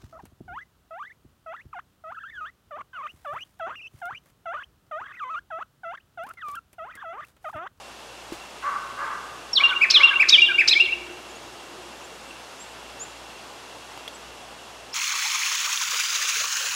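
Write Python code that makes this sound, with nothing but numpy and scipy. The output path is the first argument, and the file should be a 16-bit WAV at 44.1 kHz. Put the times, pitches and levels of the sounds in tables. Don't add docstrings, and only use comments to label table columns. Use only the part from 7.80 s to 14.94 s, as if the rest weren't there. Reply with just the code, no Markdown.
import sys
import numpy as np
from scipy import signal
from scipy.fft import rfft, irfft, next_fast_len
from scipy.io import wavfile
from scipy.ndimage import uniform_filter1d, map_coordinates

SR = 44100
rng = np.random.default_rng(int(sys.argv[2]) if len(sys.argv) > 2 else 0)


def store_pcm(level_fs):
    pcm = np.round(np.clip(level_fs, -1, 1) * 32767).astype(np.int16)
    wavfile.write(sys.argv[1], SR, np.atleast_2d(pcm).T)


def field_ratio(decibels):
    return 10 ** (np.asarray(decibels, dtype=float) / 20)


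N = 314874


def unit(x):
    return x / np.sqrt(np.mean(x ** 2) + 1e-20)


def along(points, hz):
    f, v = np.transpose(points)
    return np.interp(np.log(hz + 1), np.log(f + 1), v)


def course(rows):
    s, *cols = np.transpose(rows)
    first = max(round(s[0] * SR), 0)
    at = np.arange(first, min(round(s[-1] * SR), N))
    return [at[0]] + [uniform_filter1d(np.interp(at / SR, s, c), size=60) for c in cols]


def wobble(rate):
    points = rng.standard_normal(int(N * rate / SR) + 4)
    return map_coordinates(points, [np.arange(N) * rate / SR])


def filtered(x, response):
    m = next_fast_len(N + SR // 2)
    return irfft(rfft(x, m) * response(np.fft.rfftfreq(m, 1 / SR)), m)[..., :N]


def resonances(modes):
    def response(f):
        total = 0
        for k, (c, w, db) in enumerate(modes):
            total = total + (-1) ** k * field_ratio(db) * 1j * f * w / (c * c - f * f + 1j * f * w)
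        return total
    return response


def turns(hz):
    return 2 * np.pi * np.cumsum(hz) / SR


def air():
    # (frequency [Hz], relative level [dB])
    hiss_colour = [(20, -35), (45, -22), (90, -12.5), (140, -10), (341, -3), (806, -0.5), (1240, -3.5),
                   (2000, -9.5), (3500, -10.5), (6760, -15), (11000, -23.5), (15000, -35), (15700, -38)]
    # (time [s], level [dB])
    hiss_level = [(0.0, -51), (0.83, -49.5), (6.28, -50), (7.14, -51)]
    # (frequency [Hz], width [Hz], level [dB])
    housing = [(2720, 30, 9), (2950, 13, 5.5), (3300, 48, 0.5)]
    # (frequency [Hz], level [dB])
    hum_tones = [(59.2, -62), (118.4, -68)]
    z = signal.stft(rng.standard_normal(N), nperseg=512)[2]
    patches = uniform_filter1d(rng.standard_normal(z.shape), size=8, axis=0)
    patches = uniform_filter1d(patches, size=8, axis=1)
    noise = signal.istft(z * field_ratio(.6 * unit(patches)), nperseg=512)[1][:N]
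    hiss = unit(filtered(noise, lambda hz: field_ratio(along(hiss_colour, hz)) * (1 + abs(resonances(housing)(hz)))))
    s, db = np.transpose(hiss_level)
    t = np.arange(N) / SR
    hum = np.zeros(N)
    for hz, hum_db in hum_tones:
        strength = np.sqrt(2) * field_ratio(hum_db + 2.4 * wobble(10))
        hum += strength * np.sin(2 * np.pi * hz * t + .4 * wobble(12))
    return field_ratio(np.interp(t, s, db) + 7.5) * hiss + hum


def ticks():
    # (time [s], ring level at the start [dB], ring frequency [Hz], ring time to fall 60 dB [s],
    #  rustle level against the ring [dB], rustle time to fall 60 dB [s])
    knocks = [(.522, -24, 340, .06, -11, .3), (4.509, -33, 2720, .04, -14, .02),
              (6.176, -29, 950, .01, -2, .018), (6.2785, -24, 3350, .022, -4, .04)]
    rings, rustles, t = np.zeros(N), np.zeros(N), np.arange(SR // 5) / SR
    for s, db, hz, t60, rustle_db, rustle_t60 in knocks:
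        start = round(s * SR)
        noise = rng.standard_normal(len(t))
        rings[start:][:len(t)] += field_ratio(db - 60 * t / t60) * np.sin(2 * np.pi * hz * t)
        build_up = 1 - np.exp(-t / (0.007 * rustle_t60))
        rustles[start:][:len(t)] += field_ratio(db + rustle_db - 60 * t / rustle_t60) * build_up * noise
    return rings + filtered(rustles, lambda hz: 1 / (1 + 1j * hz / 9000) ** 3)


def crow():
    caws = [(0.824, 0.18, 565, -33), (1.176, 0.19, 567.3, -32.5), (1.774, .185, 557, -33),
            (2.16, 0.17, 571.6, -32)]
    # (share of its length, pitch factor, added level [dB])
    caw_shape = [(0, .9, -9), (.07, .98, -3.5), (.3, 1.015, -0.5), (.58, 0.83, -4.5), (.79, 1, -5),
                 (0.998, .95, -17)]
    # (frequency [Hz], width [Hz], level [dB])
    throat = [(560, 120, -20), (1145, 200, 0), (1420, 200, -5), (1540, 220, -5), (2050, 250, -19)]
    # (frequency [Hz], width [Hz], level of one pass [dB])
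    breath_throat = [(1166, 263, -3), (1553, 95, -2.5), (1960, 460, -10.5)]
    pitch, level_db, age = np.full(N, 550.), np.full(N, -120.), np.zeros(N)
    for s, length, caw_hz, caw_db in caws:
        at, hz, db = course([(s + u * length, caw_hz * f, caw_db + d) for u, f, d in caw_shape])
        span = slice(at, at + len(hz))
        pitch[span], level_db[span], age[span] = hz, db, np.linspace(0, 1, len(hz))
    phase = turns(pitch * (1 + .02 * wobble(100)))
    pulses = sum(np.cos(k * phase) for k in range(1, 6))
    pulses = pulses * (1 + .5 * np.cos(phase / 2)) * field_ratio(1.8 * wobble(70))
    effort = np.clip((level_db + 37) / 7, 0, 1)
    tone = unit(filtered(pulses, resonances(throat))) * (.3 + effort)
    gated = (1 + np.cos(phase)) * rng.standard_normal(N)
    breath = unit(filtered(gated, lambda hz: resonances(breath_throat)(hz) ** 2))
    sag_hz = (1100 - 380 * age) * (1 + 0.026 * wobble(80))
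    sag = np.sin(turns(sag_hz)) * np.sin(np.pi * age) * wobble(50)
    voice = tone + 0.79 * breath + 0.32 * sag
    return filtered(field_ratio(level_db) * voice, lambda hz: 1 / (1 + (hz / 3000) ** 4))


def notes():
    # (share of the length, share of the way from first to last pitch, added level [dB])
    rise_shape = [(0, 0, -18), (.3, 0.22, -3.5), (.75, .8, -0.5), (1, 1, -33)]
    droop_shape = [(0, 0.065, -22), (.22, 0.011, -0.5), (.58, .35, -4.5), (.82, .75, -6), (1, 1, -26)]
    # (time [s], length [s], first pitch [Hz], last pitch [Hz], level before shape [dB])
    rises = [(1.798, 0.023, 2100, 2530, -17), (2.199, 0.025, 2020, 2485, -15.5),
             (2.575, 0.028, 2280, 2465, -10.5), (2.949, 0.038, 2142, 2440, -15)]
    droops = [(1.901, 0.044, 1536, 1340, -22.5), (2.303, 0.046, 1662, 1406, -21.5),
              (2.682, 0.0516, 1632, 1350, -21)]
    # (time [s], length [s], share of the length at which it is loudest,
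    #  first pitch [Hz], pitch from the loudest point on [Hz], loudest level [dB])
    holds = [(1.729, .018, 0.45, 5702, 5474, -19.5), (1.832, .029, 0.39, 2900, 2794, -8.5),
             (2.229, 0.027, 0.6, 2647, 2790, -5), (2.614, .03, 0.31, 2720, 2806, -6.5),
             (2.995, .026, .64, 2523, 2795, -8.5)]
    # (time from the top [s], pitch before factor [Hz], added level [dB])
    arch_shape = [(-.026, 2067, -41), (-.018, 2267, -8), (-.01, 2400, 0.5), (-.002, 2674, -0.5),
                  (.002, 2660, -3), (.007, 2494, 2), (.013, 2260, -3), (.02, 1854, -12.5),
                  (.029, 1686, -15)]
    # (time of the top [s], pitch factor, level before shape [dB], level added to the opening [dB])
    arches = [(2.03, .98, -13, -3.5), (2.414, 0.99, -11.5, -3), (2.799, 0.99, -11.5, -4)]
    # (time [s], climb [s], fall [s], top pitch [Hz], last pitch [Hz], level before beak and edges [dB])
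    slides = [(1.744, 0.002, 0.041, 5160, 2960, -12), (2.136, .004, 0.043, 4250, 2850, -8),
              (2.519, .008, .037, 3860, 2860, -6.5), (2.904, 0.019, .016, 4294, 3120, -12)]
    # (frequency [Hz], added level [dB])
    slide_beak = [(2850, -8), (3350, -1.5), (3800, -3), (4350, -7.5), (5300, -29)]
    for shape, rows in ((rise_shape, rises), (droop_shape, droops)):
        for s, length, first_hz, last_hz, db in rows:
            path = [(s + u * length, first_hz + way * (last_hz - first_hz), db + d) for u, way, d in shape]
            yield *course(path), 0
    for s, length, top, first_hz, last_hz, db in holds:
        shares = np.array([0, 0.19, top, 1 - .2, 1])
        levels = db + np.array([-29, -4.5, 0, -5, -29])
        pitches = np.interp(shares, [0, top], [first_hz, last_hz])
        yield *course(np.c_[s + shares * length, pitches, levels]), -7
    for s, factor, db, opening_db in arches:
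        yield *course([(s + t, f * factor, db + d + opening_db * (t < -.012)) for t, f, d in arch_shape]), 0
    climb_hz_per_s, attack_s, release_s, edge_db = 25500, 0.0076, 0.0067, -16
    for s, climb, fall, top_hz, last_hz, db in slides:
        sag_hz = .09 * (top_hz - last_hz) * fall / .044
        at, hz = course([(s, top_hz - climb * climb_hz_per_s),
                         (s + climb, top_hz),
                         (s + climb + fall / 2, (top_hz + last_hz) / 2 - sag_hz),
                         (s + climb + fall, last_hz),
                         (s + climb + fall + release_s, last_hz)])
        t = np.arange(len(hz)) / SR
        edges = np.clip(1 - t / attack_s, 0, 1) + np.clip(1 - (t[-1] - t) / release_s, 0, 1)
        yield at, hz, db + along(slide_beak, hz) + edge_db * edges, -7


def whistles():
    # (multiple of the pitch, level [dB])
    overtones = [(2, -27.5), (3, -36), (4, -47.5), (5, -50), (6, -48)]
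    out = np.zeros(N)
    for at, hz, db, over_db in notes():
        edge_db = over_db - 9 * np.log2(hz / 2500)
        phase = turns(hz)
        tone = np.sin(phase) + sum(field_ratio(o_db + edge_db) * np.sin(k * phase) for k, o_db in overtones)
        fade = signal.windows.tukey(len(hz), 260 / len(hz))
        out[at:at + len(hz)] += np.sqrt(2) * field_ratio(db) * fade * tone
    return out


def drone():
    # (time [s], level before the blur [dB])
    swell = [(1.75, -58), (2.3, -51.5), (2.55, -46.5), (2.9, -45), (3.3, -47), (3.8, -54), (3.95, -50),
             (4.4, -61)]
    out = np.zeros(N)
    at, db = course(swell)
    span = slice(at, at + len(db))
    blur = unit(0.57 + wobble(30) + 0.73 * wobble(110))[span]
    hz = 358.7 * (1 + 0.0182 * wobble(15)[span])
    out[span] = np.sqrt(2) * field_ratio(db) * blur * np.sin(turns(hz))
    return out


def scrapes():
    # (time from its loudest [s], pitch before factor [Hz], added level [dB])
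    rip = [(-.012, 1258, -28.5), (-.008, 1443, -7.5), (-.0045, 1694, -7.5), (0, 2487, -0.5),
           (.004, 3187, -2.5), (.008, 3850, -4), (0.015, 3974, -13.5), (0.02, 3954, -17.5)]
    # (time of the loudest [s], pitch factor, level before shape [dB], level added to the held end [dB])
    rips = [(2.111, 1.11, -7.5, -6.5), (2.496, 0.98, -8, 5), (2.886, .99, -8.5, 6)]
    # (frequency [Hz], level [dB])
    open_beak = [(1200, -21.5), (2500, -16), (3400, -13.5), (4000, -3.5), (5000, 2), (6000, -9),
                 (7500, -26.5), (12000, -40.5), (16000, -57)]
    out, shake = np.zeros(N), wobble(900)
    for s, factor, level_db, end_db in rips:
        at, hz, db = course([(s + t, f * factor, d + level_db + end_db * (t > .005)) for t, f, d in rip])
        hoarse = 0.14 * np.clip(1 - hz / 3600, 0, 1) * shake[at:at + len(hz)]
        phase = turns(hz * (1 + hoarse))
        buzz = np.zeros(len(hz))
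        for k in range(1, 10):
            buzz += field_ratio(along(open_beak, k * hz) - 0.5 * (k - 2)) * np.sin(k * phase)
        out[at:at + len(hz)] += np.sqrt(2) * field_ratio(db) * buzz
    return out


def chips():
    # (time [s], length [s], first pitch [Hz], last pitch [Hz], level at the middle [dB])
    calls = [(3.49, .035, 6700, 7300, -52), (3.548, .03, 6260, 6970, -49), (4.235, .03, 6800, 7400, -50.5),
             (4.465, 0.054, 7960, 8100, -56), (4.788, 0.059, 7100, 7700, -44),
             (5.191, 0.058, 6400, 7350, -34.5), (6.335, 0.038, 7560, 7770, -48.5),
             (7.127, 0.018, 4840, 5640, -34)]
    out = np.zeros(N + SR)
    for s, length, first_hz, last_hz, db in calls:
        u = np.linspace(0, 1, round(length * SR))
        tone = np.sin(turns(first_hz + (last_hz - first_hz) * np.sin(u * np.pi / 2)))
        out[round(s * SR):][:len(u)] += np.sqrt(2) * field_ratio(db) * np.sin(np.pi * u) ** 1.15 * tone
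    return out[:N]


def echoes(x):
    # (delay [s], level [dB])
    reflections = [(.00095, -14.5), (.0094, -11.5), (.0147, -19), (0.0184, -26), (0.0212, -33),
                   (0.0253, -31)]
    # (frequency [Hz], level [dB])
    wall = [(1200, -17), (2200, -9.5), (2550, -7.5), (2800, -12), (3200, -11.5), (4200, -24), (6000, -22)]

    def late(hz, s):
        return np.exp(-2j * np.pi * hz * s)

    def response(hz):
        early = sum(field_ratio(db) * late(hz, s) for s, db in reflections) / (1 + (hz / 5000) ** 2)
        return early + field_ratio(along(wall, hz)) * late(hz, .1235)
    return filtered(x, response)


def twigs(x, t60):
    t = np.arange(SR // 4) / SR
    tail = field_ratio(-60 * t / t60) * (1 - np.exp(-t / 0.0017)) * rng.standard_normal(len(t))
    bright = filtered(x, lambda hz: (hz / 3000) ** 0.31 / (1 + (hz / 6000) ** 2))
    return signal.fftconvolve(bright, tail / np.linalg.norm(tail))[:N]


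def woods(x, onset):
    # (frequency [Hz], time to fall 60 dB [s])
    decay = [(500, 0.85), (1500, 1.22), (3000, 0.84), (6000, 0.48), (12000, 0.35)]
    hz, t, z = signal.stft(rng.standard_normal(3 * SR // 2), SR, nperseg=256)
    envelope = field_ratio(-60 * t / along(decay, hz)[:, None]) * (1 - np.exp(-t / onset))
    tail = signal.istft(z * envelope, SR, nperseg=256)[1]
    return signal.fftconvolve(x, tail / np.linalg.norm(tail))[:N]


def scene():
    burst, thin, far = whistles() + scrapes(), chips(), crow()
    close = field_ratio(-7) * twigs(burst, t60=0.39)
    song = burst + echoes(burst) + close + field_ratio(-16.0) * woods(burst, onset=0.023)
    calls = thin + field_ratio(-12) * woods(thin, onset=0.0055)
    distant = field_ratio(5.5) * far + field_ratio(-2.5) * woods(far, onset=0.034)
    return (song + calls + distant + drone() + ticks() + air())[None]


def band_limit(x):
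    return signal.sosfilt(signal.butter(12, 15730, fs=SR, output="sos"), x)


def record(dry):
    soft = dry / (1 + abs(dry / 1.6) ** 4) ** (1 / 4)
    mix = filtered(soft, lambda hz: hz < 15730)
    return band_limit(mix)


dry = scene()
out = record(dry)
store_pcm(out)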